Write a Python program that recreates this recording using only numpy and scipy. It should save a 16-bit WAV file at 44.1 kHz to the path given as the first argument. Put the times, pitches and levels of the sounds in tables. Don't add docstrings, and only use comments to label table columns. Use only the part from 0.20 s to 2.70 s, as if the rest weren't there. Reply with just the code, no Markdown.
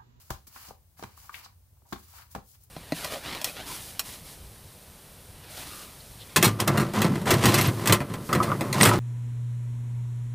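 import sys
import numpy as np
from scipy import signal
from scipy.fft import rfft, irfft, next_fast_len
from scipy.io import wavfile
from scipy.ndimage import map_coordinates

SR = 44100
rng = np.random.default_rng(int(sys.argv[2]) if len(sys.argv) > 2 else 0)


def output_pcm(signal):
    pcm = np.clip(np.atleast_2d(signal).T, -1, 1) * 32767
    wavfile.write(sys.argv[1], SR, np.round(pcm).astype(np.int16))


N = 110250


def amp(db):
    return 10 ** (np.asarray(db) / 20)

def unit(x):
    return x / np.sqrt(np.mean(x ** 2) + 1e-20)

def along(points, hz):
    row_hz, values = np.transpose(points)
    return np.interp(np.log(hz + 1), np.log(row_hz + 1), values)

def pan(db):
    return amp(np.array([[db], [-db]]) / 2)

def filtered(x, response):
    size = x.shape[-1]
    padded = next_fast_len(size + size // 8, True)
    hz = np.fft.rfftfreq(padded, 1 / SR)
    return irfft(rfft(x, padded) * response(hz), padded)[..., :size]

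def hump(hz, centre, octaves):
    return 1 / (1 + (np.log2((hz + 1) / centre) / octaves) ** 2) ** 1.24

def decay(t, t60, rise):
    return np.exp(-np.log(1000) * t / t60) * (1 - np.exp(-t / rise))

def add(track, start, sound):
    i = round(start * SR)
    track[:, i:i + sound.shape[-1]] += sound[..., :N - i]


# frequency in Hz, likeness from 0 (unrelated) to 1 (the same).
STEREO_LIKENESS = [(100, 0.92), (500, 0.62), (1100, 0.54), (2200, 0.065), (5000, 0.0075), (14000, 0)]

def stereo_angle(hz):
    return np.arccos(np.clip(along(STEREO_LIKENESS, hz), -1, 1)) / 2

def noise(gain, size=N):
    def split(hz):
        angle = stereo_angle(hz)
        return gain(hz) * np.array([np.cos(angle), np.sin(angle)])
    mid, side = filtered(rng.standard_normal((2, size)), split)
    return unit(np.array([mid + side, mid - side]))

def shaped(points, size=N):
    return noise(lambda hz: amp(along(points, hz)), size)


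# frequency in Hz, relative level in dB.
ROOM_RUMBLE = [(15, -34), (30, -22), (42, -11.5), (54, 3), (85, 6), (110, -1), (150, -9.5), (200, -17.5),
               (400, -29.5), (800, -27.5), (1500, -38), (4000, -67)]
MIC_HISS = [(200, 1), (2500, -6.7), (8000, -3.3), (15500, 1)]

def background():
    rumble = amp(-60) * shaped(ROOM_RUMBLE) * pan(-0.5)
    hiss = amp(-66.5) * shaped(MIC_HISS) * pan(0.5)
    return rumble + hiss


def wobble(per_second):
    return map_coordinates(rng.standard_normal(N // 8), [np.arange(N) * per_second / SR], mode="wrap")

def friction():
    grain_db = 1.5 * wobble(per_second=460)
    slip_db = 0.93 * wobble(per_second=60)
    return unit(amp(grain_db + slip_db))


# pitch in Hz, relative level in dB, fade time in seconds.
COVER_NOTES = [(473, -6, 0.053), (521, -7, 0.046), (687, -6, 0.027), (779, -1.5, 0.043), (845, -10, .055),
               (922, 1, 0.025), (1041, 3, 0.023), (1117, -0.5, 0.035), (1229, 0.5, 0.028),
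               (1396, -11, 0.072), (1642, -3, 0.0435), (1800, -13.5, 0.033), (2056, -15, 0.021),
               (2340, -0.5, 0.0229)]

def cover_gain(hz):
    answers = [(-1) ** k * amp(db) / (1 + 1j * (hz - pitch) * t60 * 2 * np.pi / np.log(1000))
               for k, (pitch, db, t60) in enumerate(COVER_NOTES)]
    return abs(sum(answers))


# frequency in Hz, relative level in dB.
BOARD_RASP = [(100, -8.5), (400, -14.5), (700, -6), (950, 1), (1260, 2), (1500, -1), (1940, -1.5),
              (2400, -4), (2900, -1), (3450, -8.5), (4650, -1.5), (7000, -18.5), (12000, -53)]

def board_rasp(catches_per_second=220):
    rubbing = (shaped(BOARD_RASP) + amp(-8) * noise(cover_gain)) * friction()
    clicks = (rng.random(N) < catches_per_second / SR) * amp(7 * rng.standard_normal(N))
    catches = filtered(clicks * rng.standard_normal((2, N)), lambda hz: amp(along(BOARD_RASP, hz)))
    return unit(rubbing + amp(-12) * unit(catches))


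# frequency in Hz, relative level in dB.
GLOSS_HISS = [(500, -53.5), (2000, -18.5), (3450, -7.5), (4800, -2.5), (7300, -0.5), (8700, -4),
              (11500, 0.5), (15500, 0.5)]
# start, end, rise time and time to fall 20 dB, all in seconds,
# then hiss level, rasp level and left minus right, all in dB.
SLIDE_STROKES = [(-.02, 0.024, .01, 0.04, -56, -65.5, 0.5), (0.027, 0.113, .02, 0.041, -60, -70.5, 0),
                 (0.137, 0.19, 0.039, 0.24, -70.5, -80, 0), (.268, 0.281, 0.002, 0.03, -48.5, -65, 1),
                 (0.28, 0.492, 0.091, 0.064, -49.5, -56.5, 0.2),
                 (0.763, 0.816, 0.028, 0.1, -55, -59.5, 1.5),
                 (0.832, 0.943, 0.018, 0.074, -61.5, -65.5, -0.5), (0.96, 1.059, .015, 0.13, -54, -61.5, 1),
                 (1.117, 1.193, 0.019, 0.08, -50, -52.5, 2), (1.222, 1.234, 0.017, 0.076, -53, -53.5, -4.5),
                 (1.654, 1.67, 0.015, 0.044, -65, -81, -2), (1.671, 1.72, .035, 0.026, -55.5, -72.5, -4),
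                 (1.76, 1.907, .03, .06, -57, -68.5, 0), (1.877, 1.971, 0.1, 0.13, -49, -57, 1.5),
                 (1.98, 2.028, 0.01, 0.018, -58.5, -59, 1), (2.099, 2.129, 0.018, 0.051, -52, -66, 2),
                 (2.225, 2.317, 0.081, 0.093, -55, -82, 4), (2.33, 2.357, 0.018, 0.022, -60, -66, 2),
                 (2.391, 2.439, 0.034, 0.057, -60, -77, 0.5)]

def slides():
    t = np.arange(N) / SR
    hiss = shaped(GLOSS_HISS) * friction()
    hiss_power, rasp_power = np.zeros((2, 2, N))
    for start, end, rise, fall, hiss_db, rasp_db, pan_db in SLIDE_STROKES:
        swell = np.clip((t - start) / rise, 0, 1)
        fade = amp(-20 * np.maximum(t - end, 0) / fall)
        strength = swell * fade * pan(pan_db)
        hiss_power += (amp(hiss_db) * strength) ** 2
        rasp_power += (amp(rasp_db) * strength) ** 2
    return hiss * np.sqrt(hiss_power) + board_rasp() * np.sqrt(rasp_power)


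# start in seconds, level in dB, centre in Hz, fade time in seconds.
GRITTY_BURSTS = [(.097, -48.5, 920, 0.062), (.361, -44.5, 1400, 0.083), (.483, -56, 850, 0.17),
                 (.484, -45, 5100, 0.042), (0.8247, -42.5, 4470, 0.017), (.836, -53, 4250, 0.022),
                 (0.979, -59.5, 1020, 0.087), (1.042, -52, 870, 0.049), (1.141, -38.5, 2370, 0.076),
                 (1.245, -46.5, 4800, 0.074), (1.322, -66, 1090, 0.067), (1.652, -64, 780, 0.17),
                 (1.726, -39.5, 3660, .05), (1.935, -57, 1080, 0.34), (1.985, -56.5, 1200, 0.23),
                 (2.02, -53, 1300, 0.095), (2.435, -51, 12000, 0.043)]

def gritty_bursts():
    out, t = np.zeros((2, N)), np.arange(SR // 4) / SR
    for start, db, centre_hz, t60 in GRITTY_BURSTS:
        grit = noise(lambda hz: hump(hz, centre_hz, octaves=0.57), size=len(t))
        add(out, start, amp(db) * grit * decay(t, t60, rise=0.001))
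    return out * friction() * pan(5)


def ring(t, notes, centre_hz, octaves, rise):
    hz, db, t60 = np.transpose(notes)[:, :, None]
    signs = (-1) ** np.arange(len(hz))[:, None]
    gains = amp(db) * hump(hz, centre_hz, octaves) * signs
    scatter_db = 0.92 * rng.standard_normal(hz.shape)
    swing = gains / np.linalg.norm(gains) * amp(scatter_db) * decay(t, t60, rise)
    skew = stereo_angle(hz) * rng.choice([-1, 1], hz.shape)
    phase = 2 * np.pi * hz * t + rng.standard_normal(hz.shape)
    return np.array([(swing * np.sin(phase + side * skew)).sum(0) for side in (1, -1)])


# pitch in Hz, relative level in dB, fade time in seconds.
STACK_NOTES = [(92.5, -6.5, .15), (128, -7, 0.13), (199.9, -1, 0.086), (245.5, -2.5, 0.062),
               (273, -3.5, 0.044), (347, -5.5, 0.084), (401.4, -4.5, 0.11)]
# frequency in Hz, relative level in dB.
EDGE_CRACK = [(300, -19), (1200, 0.5), (2200, -6), (4000, -2.5), (6500, -1.5), (9000, -7), (15000, -3.5)]
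# start in seconds, air push in dB, stack thump in dB, its centre in Hz,
# cover clack in dB, its centre in Hz, its width in octaves, then slap, crack and left minus right in dB.
BOOK_KNOCKS = [(0.1036, -56, -33, 140, -29, 1020, 0.68, -60, -28.5, 3),
               (0.1059, -26.5, -34, 113, -23.5, 800, 0.5, -15, -41.5, 3),
               (.269, -47.5, -53, 224, -58, 1400, 1, -70, -61, -1),
               (0.3609, -53, -54, 223, -39, 1310, .9, -57, -47, -3),
               (0.483, -51, -46.5, 190, -46, 895, 1, -60, -58, 2),
               (.5072, -42, -50, 213, -36.5, 590, 0.68, -51, -66.5, 2.5),
               (0.7946, -79, -49, 200, -43, 810, 0.64, -50, -47.5, -1),
               (0.8261, -68, -51.5, 114, -30.5, 530, 1.18, -21, -49, 1.5),
               (.8360, -56, -35.5, 130, -29, 970, 1.57, -33, -53, -1),
               (.976, -72, -63.5, 198, -48.5, 1080, 0.56, -44, -61, 3),
               (1.094, -78, -62, 404, -32.5, 1177, 0.43, -26.5, -50.5, 3.5),
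               (1.260, -78, -62, 201, -44, 1110, 0.9, -57, -58.5, 6),
               (1.571, -84, -79, 280, -62, 930, 0.37, -81, -76.5, 1.5),
               (1.621, -85, -59.5, 280, -66.5, 810, 0.56, -47, -75, 0),
               (1.7247, -40, -25, 225, -26.5, 1040, 0.47, -22, -39, 1.5),
               (1.7283, -63, -36, 274, -29.5, 1150, 0.88, -49, -37, 4),
               (1.759, -45, -44.5, 199, -42.5, 1030, 1, -50, -69, -6),
               (2.1498, -53, -33.5, 169, -26.5, 740, 1.09, -22, -38.5, 1),
               (2.16, -34.5, -38, 200, -31, 596, 1, -35, -71, 0),
               (2.176, -46, -36.5, 125, -47.5, 696, 0.7, -54, -70, 1)]

def knocks():
    out, t = np.zeros((2, N)), np.arange(SR // 5) / SR
    air_hz = 63.7
    air = np.sin(2 * np.pi * air_hz * t) * decay(t, t60=0.088, rise=0.0019)
    crack_fade = decay(t, t60=0.019, rise=0.0006) + amp(-11.5) * decay(t, t60=0.21, rise=0.0025)
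    for (start, air_db, thump_db, thump_hz, clack_db, clack_hz, octaves,
         slap_db, crack_db, pan_db) in BOOK_KNOCKS:
        slap = np.sin(2 * np.pi * clack_hz * t) * decay(t, t60=0.006, rise=0.000475)
        thump = ring(t, STACK_NOTES, thump_hz, octaves=0.83, rise=0.00091)
        cover = ring(t, COVER_NOTES, clack_hz, octaves, rise=0.00038)
        pages = noise(lambda hz: hump(hz, clack_hz, octaves), size=len(t))
        clack = cover + amp(-7) * pages * decay(t, t60=0.038, rise=0.00014)
        body = amp(air_db) * air + amp(slap_db) * slap + amp(thump_db) * thump + amp(clack_db) * clack
        crack = amp(crack_db) * crack_fade * shaped(EDGE_CRACK, size=len(t))
        add(out, start, pan(pan_db) * body + crack)
    return out


# frequency in Hz, fade time in seconds.
ECHO_FADE = [(100, 0.2), (400, 0.23), (1200, 0.2), (4000, 0.22), (14000, 0.06)]

def room_echo(x):
    size = SR // 2
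    hz, t, bands = signal.stft(noise(np.ones_like, size), SR, nperseg=256)
    fades = decay(t, along(ECHO_FADE, hz)[:, None], rise=0.016)
    tail = signal.istft(bands * fades, SR, nperseg=256)[1][:, :size]
    walls = noise(np.ones_like, size) * decay(np.arange(size) / SR, t60=0.039, rise=0.0011)
    echo = amp(-14.5) * tail / np.linalg.norm(tail[0]) + amp(-13) * walls / np.linalg.norm(walls[0])
    return signal.fftconvolve(x, echo, axes=1)[:, :N]

def scene():
    books = knocks() + slides() + gritty_bursts()
    return books + room_echo(books) + background()


# frequency in Hz, left minus right in dB.
MIC_BALANCE = [(1000, 0.5), (2500, 1.5), (5000, -3), (9000, 1.5), (14000, 3)]

def record(dry):
    low_cut_hz, top_hz = 35.5, 15850
    thinned = signal.sosfilt(signal.butter(2, low_cut_hz, "high", fs=SR, output="sos"), dry)
    return filtered(thinned, lambda hz: (hz < top_hz) * amp(np.outer([.5, -.5], along(MIC_BALANCE, hz))))


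dry = scene()
out = record(dry)
output_pcm(out)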